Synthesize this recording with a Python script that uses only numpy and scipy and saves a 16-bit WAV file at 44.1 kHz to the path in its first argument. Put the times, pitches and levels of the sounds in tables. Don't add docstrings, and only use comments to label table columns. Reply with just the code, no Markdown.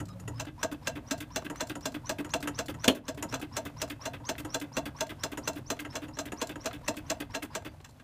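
import sys
import numpy as np
from scipy import signal
from scipy.fft import rfft, irfft
from scipy.io import wavfile
from scipy.ndimage import map_coordinates

SR = 44100
rng = np.random.default_rng(int(sys.argv[2]) if len(sys.argv) > 2 else 0)


def gain_from_db(level_db):
    decades = np.asarray(level_db, float) / 20
    return 10 ** decades


def generate_wav(signal):
    frames = np.transpose(np.atleast_2d(signal))
    scaled = np.clip(frames, -1, 1) * 32767
    pcm = np.round(scaled).astype(np.int16)
    wavfile.write(sys.argv[1], SR, pcm)


N = 354475


def unit(x):
    return x / np.sqrt(np.mean(x ** 2) + 1e-20)


def along(points, hz):
    f, v = np.transpose(points)
    return np.interp(np.log(hz + 1), np.log(f + 1), v)


def wobble(rate):
    knots = rng.standard_normal(int(N * rate / SR) + 4)
    return map_coordinates(knots, [np.arange(N) * rate / SR])


def causal(x, gain):
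    size = 2 ** 13
    cepstrum = irfft(np.log(gain(np.fft.rfftfreq(size, 1 / SR)) + 1e-6))
    cepstrum[1:size // 2] *= 2
    cepstrum[size // 2 + 1:] = 0
    impulse = irfft(np.exp(rfft(cepstrum)))
    return signal.oaconvolve(x, impulse / np.linalg.norm(impulse))[:len(x)]


def resonant(modes, hz):
    return sum(gain_from_db(2 * db) / (1 + (2 * (hz - c) / max(w, 42)) ** 2) for c, w, db in modes)


def swell(t, rise, t60, hold):
    shape = (1 - np.exp(-t / rise)) * gain_from_db(-60 * t / t60) * np.exp(-(t / hold) ** 4)
    return shape / shape.max()


def tone(hz):
    return np.sin(2 * np.pi * (np.cumsum(hz) / SR + rng.random()))


def toned(events, usual_db, boom_db, body_db, boom_share, body_share):
    rows = []
    for s, db, *extra_boom in events:
        harder = db - usual_db
        boom = boom_db - boom_share * harder + sum(extra_boom)
        rows.append((s, db, boom, body_db - body_share * harder))
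    return rows


def contacts(events, shake, modes, colour, boom_db, valley_db, grit_db, jolts):
    t = np.arange(SR // 8) / SR

    def body(hz):
        between_modes = gain_from_db(2 * (along(colour, hz) + valley_db))
        return np.sqrt(resonant(modes, hz) + between_modes)

    def edge(hz, corner):
        return 1 / np.sqrt(1 + (hz / corner) ** 8)

    bands = [lambda hz: edge(hz, 900),
             lambda hz: edge(900, hz + 1) * edge(hz, 4500),
             lambda hz: edge(4500, hz + 1)]
    out = np.zeros(N)
    for k, timing in enumerate(shake):
        level = np.zeros(N + len(t))
        for s, db, low_db, body_db in events:
            band_db = (low_db + boom_db, body_db, 0)[k]
            level[round(s * SR):][:len(t)] += gain_from_db(db + band_db) * swell(t, *timing)
        force = level[:N] * gain_from_db(grit_db * wobble(jolts)) * rng.standard_normal(N)
        out += causal(force, lambda hz: body(hz) * bands[k](hz))
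    return out


def hollow(events, hz, bend, shake, level_db):
    t = np.arange(SR // 8) / SR
    out = np.zeros(N + len(t))
    for s, db, boom_db, _ in events:
        note = tone(hz * (1 + 0.019 * rng.standard_normal()) + bend * t)
        out[round(s * SR):][:len(t)] += gain_from_db(db + boom_db + level_db) * swell(t, *shake) * note
    return out[:N] * gain_from_db(2.5 * wobble(110))


def chime(events, modes, t60, scatter_db, level_db):
    t = np.arange(SR // 8) / SR
    hz, _, mode_db = np.transpose(modes)[..., None]
    luck = rng.standard_normal((len(events), 2, len(modes), 1))
    out = np.zeros(N + len(t))
    for (s, db, *_), (size, drift) in zip(events, luck):
        sines = np.sin(2 * np.pi * hz * (1 + .012 * drift) * t)
        ring = gain_from_db(.4 * mode_db + scatter_db * size) * sines
        out[round(s * SR):][:len(t)] += gain_from_db(db + level_db) * swell(t, 0.00094, t60, 0.025) * ring.sum(0)
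    return out[:N] * gain_from_db(4 * wobble(400))


# t/s, level/dB
RUMBLE_LEVEL = [(0.0, -35.5), (0.06, -52.5), (0.42, -48), (0.54, -51), (2.2, -50.5), (2.64, -47),
                (2.98, -54), (3.2, -46), (3.5, -52.5), (7.3, -51.5), (8.04, -58.5)]
RUSTLE_LEVEL = [(0.0, -59.5), (7.3, -56), (8.04, -64.5)]
# f/Hz, level/dB per Hz
RUMBLE_COLOUR = [(12, -45.5), (20, -12.5), (96, 4), (153, 3), (193, -18), (230, -2.5), (300, -9),
                 (510, -120)]
RUSTLE_COLOUR = [(250, -36), (500, 12.5), (1000, 5), (2000, -5.5), (3500, -13.5), (8000, -18), (15000, -21)]
HISS_COLOUR = [(120, -21.5), (200, -21), (259, -13.5), (579, -30.5), (2420, -32), (3250, -33), (8270, -38),
               (11700, -39.5), (14600, -44), (16000, -49)]


def cabin_air():
    def level(curve):
        return np.interp(np.arange(N) / SR, *np.transpose(curve))

    def noise(colour):
        return unit(causal(rng.standard_normal(N), lambda hz: gain_from_db(along(colour, hz))))

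    rumble = gain_from_db(level(RUMBLE_LEVEL) + 3 + 1.5 * wobble(9)) * noise(RUMBLE_COLOUR)
    rustle = gain_from_db(level(RUSTLE_LEVEL) - 4 + 2.5 * wobble(14) + 3 * wobble(200)) * noise(RUSTLE_COLOUR)
    hiss = gain_from_db(-66.5 + 1.4 * wobble(21)) * noise(HISS_COLOUR)
    return rumble + rustle + hiss


# start t/s, end t/s, f/Hz, level/dB
RINGS = [(0, 0.252, 104.1, -41.5), (0.241, 0.443, 116.3, -34.5), (0, 0.287, 181.6, -45),
         (.083, 0.122, 1222, -46.5), (0.093, 0.122, 5120, -56), (.09, 0.14, 3870, -64),
         (0.146, 0.183, 555, -51), (3.93, 4.0, 2600, -70), (4.668, 4.73, 2600, -73),
         (6.775, 6.85, 3850, -76), (7.664, 7.71, 4650, -64)]


def rings():
    out, unsteady = np.zeros(N), wobble(300)
    for start, end, hz, db in RINGS:
        span = slice(round(start * SR), round(end * SR))
        size = span.stop - span.start
        rough = 1 + min(hz / 1500, .6) * unsteady[span]
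        out[span] += gain_from_db(db - 3) * np.hanning(size) ** 0.14 * rough * tone(np.full(size, hz))
    return out


# t/s, sizzle peak level/dB, boom and body level/dB relative to it
RAPS = [(0.0004, -41.5, -4.5, 4.5), (0.197, -46, -16, -6), (0.2767, -39.5, -6, 1.5),
        (1.4984, -38, -3.5, 5.5), (1.753, -37.5, -8, 1.5), (2.2455, -40, -7, 4), (2.4735, -30.5, -10, 8),
        (2.741, -49, -2.5, 8), (3.2248, -27.5, -10.5, 2), (4.198, -65, 10.5, 11), (4.4473, -40.5, -3.5, 5),
        (5.3728, -34.5, -9, 2.5), (5.8485, -47, -1, 15), (6.082, -50.5, -0.5, 5), (6.319, -38.5, -6, 6.5),
        (6.556, -48.5, 0.5, 9)]
# rise t/s, t60 t/s, damped-out t/s
STRIP_SHAKE = [(0.0029, 0.29, 0.046), (0.0011, 0.064, 0.05), (0.00093, 0.081, 0.045)]
# f/Hz, width/Hz, level/dB
STRIP_MODES = [(937, 45, -15), (1320, 84, -15), (1610, 80, -15.5), (1920, 170, -17.5), (2690, 60, -25.5),
               (6920, 68, -19.5)]
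# f/Hz, level/dB per Hz
STRIP_COLOUR = [(71, -61), (120, -17), (301, -9.5), (1620, -20.5), (2430, -26), (2700, -12.5),
                (4410, -36.5), (6910, -28), (12500, -32.5), (16000, -80)]


def strip_raps():
    blows = contacts(RAPS, STRIP_SHAKE, STRIP_MODES, STRIP_COLOUR,
                     boom_db=10.0, valley_db=-8.0, grit_db=1.5, jolts=230)
    return gain_from_db(-6.0) * blows + hollow(RAPS, 298.7, 120, (.008, .2, .05), level_db=7.0)


# t/s, sizzle peak level/dB, boom and body level/dB relative to it
STRAY_TICKS = [(0.054, -51, 3, -14), (0.083, -45.5, -1, 5), (0.1274, -57, 15, 11), (1.5574, -47.5, -6, 3),
               (1.808, -48, -17, 4), (2.292, -45, -8, 5), (3.29, -45.5, 10, 2), (3.498, -52.5, 0, 3),
               (7.8016, -53, 9, 6), (7.889, -49, -3, -15)]
# t/s, sizzle peak level/dB
RELEASES = [(0.4489, -42), (1.1762, -42), (1.4217, -51), (1.6697, -36), (1.919, -36.5), (2.403, -34),
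            (2.6583, -36), (3.1456, -40), (3.396, -36), (3.8776, -44), (4.353, -54), (4.598, -37.5),
            (5.066, -48), (5.5323, -43), (5.7665, -52), (6.4702, -40), (6.71, -57), (6.9396, -39.5),
            (7.6215, -45)]
LATCH_TONE = (-43, 0, -1, 0.84, 1.4)
# rise t/s, t60 t/s, damped-out t/s
LATCH_SHAKE = [(0.0043, 0.055, 0.01), (0.00012, 0.064, 0.09), (0.00054, 0.087, 0.063)]
# f/Hz, width/Hz, level/dB
LATCH_MODES = [(305, 180, 1), (1320, 380, 0.5), (4140, 58, 0), (7300, 420, -9)]
# f/Hz, level/dB per Hz
LATCH_COLOUR = [(120, -18), (500, -12), (2000, -4), (4000, -11.5), (7000, -19), (15000, -26)]


def latch_ticks():
    events = toned(RELEASES, *LATCH_TONE) + STRAY_TICKS
    return gain_from_db(-12.5) * contacts(events, LATCH_SHAKE, LATCH_MODES, LATCH_COLOUR,
                                 boom_db=4.5, valley_db=2, grit_db=5.5, jolts=210)


# start t/s, squeak top f/Hz, squeak level/dB, scrape level/dB
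PUSHES = [(0.329, 5120, -50, -56.5), (0.574, 5900, -50, -53.5), (0.814, 5400, -53, -53),
          (1.05, 6200, -46.5, -54), (1.295, 5900, -45, -54), (1.535, 6500, -45, -53.5),
          (1.801, 5700, -44.5, -58.5), (2.033, 6250, -44, -53.5), (2.285, 6900, -42, -57),
          (2.528, 6400, -42.5, -55), (2.776, 6000, -46, -54.5),
          (3.034, 6570, -48, -53), (3.276, 5600, -42.5, -57.5), (3.509, 5570, -45, -52),
             (3.753, 5780, -44, -53.5), (3.993, 5740, -44, -52.5), (4.234, 6700, -39.5, -51.5),
             (4.476, 5770, -40.5, -55.5), (4.713, 6100, -42.5, -56), (4.942, 6200, -45, -53),
             (5.182, 5600, -46, -55), (5.416, 6250, -42, -52.5), (5.644, 6330, -45, -60),
             (5.888, 5400, -43.5, -58), (6.123, 5640, -45, -62), (6.355, 6400, -43, -51.5),
             (6.59, 5840, -45, -58), (6.824, 6400, -49, -53), (7.041, 6600, -53, -55.5),
             (7.292, 5670, -51, -53.5), (7.498, 5000, -52, -54)]
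# f/Hz, level/dB
SEAL = [(1500, -20), (3500, -17), (4600, -12), (5150, -2), (6000, -1), (7500, -4)]
# f/Hz, width/Hz, level/dB
STEM = [(305, 61, 6), (1420, 1040, 10.5), (3800, 2600, -3.5)]


def push():
    squeak, rub = np.zeros(N), np.zeros(N)
    waver, flutter = wobble(500), gain_from_db(3.7 * wobble(180))
    broken = (.7 + .6 * wobble(600)) * gain_from_db(2 * wobble(130))
    grind, beat = .6 + .7 * wobble(330), wobble(90)
    stops = np.sort([row[0] for row in SLAM_EARLY + SLAM_LATE + GRAZES])
    for s, top_hz, squeak_db, scrape_db in PUSHES:
        stop = stops[stops > s][0]
        speed_up = (stop - s) * (.065 + .1 * max(top_hz - 5000, 0) / 1000)
        loudest = stop - .027
        span = slice(round(s * SR), round(stop * SR))
        t = np.arange(span.stop - span.start) / SR
        hz = top_hz * (1 - np.exp(-t / speed_up)) * (1 + .015 * waver[span])
        fade = .22 + .78 * np.exp(-((t + s - loudest) / .02) ** 2)
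        stem_hz = 880 + 6500 * t
        sidebands = gain_from_db(-19 + 3 * beat[span]) * grind[span] * (tone(hz + stem_hz) + tone(.72 * hz))
        radiated = gain_from_db(squeak_db - 2 + along(SEAL, hz))
        squeak[span] += radiated * fade * broken[span] * (tone(hz) + sidebands)
        stem_level = gain_from_db(scrape_db + 5) * swell(t, 0.00944, 0.17, 0.13)
        squeak[span] += stem_level * grind[span] * tone(stem_hz)
        dig_in = 7.5 * np.exp((t - t[-1]) / 0.0063)
        rub[span] += gain_from_db(scrape_db - 7.5) * (np.minimum(t / 0.013, 1) + dig_in)
    scrape = causal(rub * flutter * rng.standard_normal(N), lambda hz: np.sqrt(resonant(STEM, hz)))
    return squeak + scrape


# t/s, sizzle peak level/dB
SLAM_EARLY = [(0.3972, -28.5), (0.629, -23.5), (0.8709, -24.5), (1.1094, -23), (1.3588, -24),
              (1.6059, -24.5), (1.8547, -24.5), (2.0932, -23), (2.3359, -21.5), (2.588, -24),
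              (2.8419, -23.5)]
SLAM_LATE = [(3.081, -23), (3.3398, -28.5), (3.5668, -24), (3.8157, -25.5), (4.0537, -26), (4.2896, -23),
             (4.5431, -25), (4.7671, -22.5), (5.0065, -23.5), (5.2345, -24), (5.474, -23.5),
             (5.7014, -23.5), (5.9539, -28), (6.1868, -27), (6.4143, -24), (6.6568, -26), (6.8803, -23),
             (7.0993, -22.5), (7.3472, -26), (7.5502, -25)]
# t/s, sizzle peak level/dB, boom and
# body level/dB relative to it
GRAZES = [
    (3.3244, -37, 6.5, 6.6),
    (5.9399, -49.5, 11, 2.9),
    (6.1701, -46, 9, 5),
    (6.6444, -44, 7.5, 3.9),
    (7.8432, -44, -21, 0.17),
    (7.9972, -60, 2, 9.8),
]
SLAM_TONE = (-24, -4.5, -2, -0.5, 0.35)
# rise t/s, t60 t/s, damped-out t/s
SLAM_SHAKE = [(.008, .15, .042), (.001, .095, .042), (.0006, .085, .04)]
# f/Hz, width/Hz, level/dB
PANEL_MODES = [(282.6, 23.3, 1), (484, 19, -1.5), (912, 52, -6), (1602, 50, -5), (2716, 170, -11),
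               (3448, 112, -14.5), (4090, 57, -14), (5110, 32, -21.5), (6060, 210, -20.5),
               (6400, 60, -23.5), (7500, 136, -25.5)]
# f/Hz, level/dB per Hz
PANEL_COLOUR = [(70, -46), (140, -25.5), (390, -17.5), (1100, -8), (2200, -16), (4500, -28), (7500, -23),
                (9600, -39), (14700, -37), (16000, -30)]


def slams():
    events = toned(SLAM_EARLY + SLAM_LATE, *SLAM_TONE) + GRAZES
    blows = contacts(events, SLAM_SHAKE, PANEL_MODES, PANEL_COLOUR,
                     boom_db=-0.5, valley_db=-3, grit_db=2.5, jolts=400)
    cavity = hollow(events, 573.2, 3140, (.018, .4, .04), level_db=-4.5)
    ringing = chime(events, PANEL_MODES[3:], 0.057, scatter_db=4.0, level_db=-19.5)
    return gain_from_db(-6) * blows + cavity + ringing


# t/s, sizzle peak level/dB, extra boom level/dB
BACKS = [(0.4658, -53, -1.5), (0.7137, -42, 1.5), (0.9531, -44.5, 2), (1.2032, -39, 1),
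         (1.4457, -43.5, -1.5), (1.6955, -39, 0.5), (1.942, -40, 1.5), (2.184, -39, 5),
         (2.4258, -37, 4.5), (2.6822, -36.5, 1),
         (2.948, -29, 5.5), (3.173, -42.5, 3), (3.4136, -38.5, 2.3), (3.6514, -39, 1),
             (3.898, -38.5, -1), (4.133, -44.5, -5), (4.3804, -36.5, -2.5), (4.613, -39.5, 0.7),
             (4.8547, -39, 2), (5.092, -38, -1.5), (5.3158, -43, 0.5), (5.557, -42, -1),
             (5.7906, -35.5, -1), (6.0187, -45, 1.5), (6.2541, -41.5, -3.5), (6.492, -40.5, 0),
             (6.729, -41, -4), (6.9668, -36.5, -2.5), (7.2007, -37, 0.5), (7.422, -38.5, 2),
             (7.6472, -40, 0)]
BACK_TONE = (-40, 0.45, 3.5, 0.95, 0.72)
# rise t/s, t60 t/s, damped-out t/s
BACK_SHAKE = [(.012, .2, .045), (.002, .2, .042), (.001, .13, .042)]
# f/Hz, width/Hz, level/dB
COLLAR_MODES = [(1600, 90, -15), (2050, 120, -17), (2600, 120, -16), (3460, 100, -20), (4660, 60, -27)]
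# f/Hz, level/dB per Hz
COLLAR_COLOUR = [(71, -49.5), (120, -19), (295, -12.5), (805, -27.5), (1290, -14.5), (1580, -12.5),
                 (3380, -10.5), (4320, -21.5), (13900, -22.5), (16000, -22)]


def spring_backs():
    events = toned(BACKS, *BACK_TONE)
    blows = contacts(events, BACK_SHAKE, COLLAR_MODES, COLLAR_COLOUR,
                     boom_db=3.5, valley_db=-12, grit_db=3.5, jolts=150)
    cavity = hollow(events, 293.6, 240, (.012, .3, .05), level_db=1)
    ringing = chime(events, COLLAR_MODES[:4], .08, scatter_db=4.5, level_db=-11.5)
    return gain_from_db(-7) * blows + cavity + ringing


# t/s, sizzle peak level/dB, boom and body level/dB relative to it
BANG = [
    (2.8785, -13, -1.2, 2.3),
]
# rise t/s, t60 t/s, damped-out t/s
BANG_SHAKE = [(0.0023, 0.17, 0.058), (0.0011, 0.16, 0.037), (0.00099, 0.12, .07)]
# f/Hz, width/Hz, level/dB
DOOR_MODES = [(265, 70, -3), (560, 90, -5), (650, 50, -6), (1790, 90, -8), (2870, 80, -3), (3060, 70, -1),
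              (3450, 150, -7), (4200, 150, -12), (6900, 120, -19)]
# f/Hz, level/dB per Hz
DOOR_COLOUR = [(100, -58), (190, -34), (260, 1), (600, -15.5), (1200, -7), (2000, -12), (3200, -1.5),
               (4500, -39), (6000, -24.5), (14500, -32), (16000, -57)]


def door_bang():
    blow = contacts(BANG, BANG_SHAKE, DOOR_MODES, DOOR_COLOUR,
                    boom_db=6, valley_db=-3, grit_db=2.5, jolts=400)
    return gain_from_db(-4) * blow + chime(BANG, DOOR_MODES[4:7], .09, scatter_db=1, level_db=-9)


# f/Hz, t60 t/s
CABIN_DECAY = [(200, 0.34), (1500, 0.21), (10000, 0.11)]


def cabin(x):
    hz, t, z = signal.stft(rng.standard_normal(SR // 3), SR, nperseg=256)
    decay = gain_from_db(-60 * t / along(CABIN_DECAY, hz)[:, None])
    tail = signal.istft(z * decay, SR, nperseg=256)[1]
    delayed = np.pad(x, (200, 0))
    return signal.fftconvolve(delayed, tail / np.linalg.norm(tail))[:N]


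def scene():
    parts = rings() + strip_raps() + latch_ticks() + push() + slams() + spring_backs() + door_bang()
    return (parts + gain_from_db(-14) * cabin(parts) + cabin_air())[None]


def band_limit(x):
    return signal.sosfilt(signal.butter(12, 16470, fs=SR, output="sos"), x)


def record(dry):
    keep = np.exp(-1 / (.1 * SR))
    power = signal.lfilter([1 - keep], [1, -keep], dry ** 2)
    ducked = dry * (1 + power / gain_from_db(2 * -30)) ** -.4
    hz = np.fft.rfftfreq(N, 1 / SR)
    shelf = gain_from_db(np.interp(hz, [15200, 15600, 16500], [0, -22, -40]))
    mix = irfft(rfft(ducked) * shelf, N)
    return band_limit(mix)


dry = scene()
out = record(dry)
generate_wav(out)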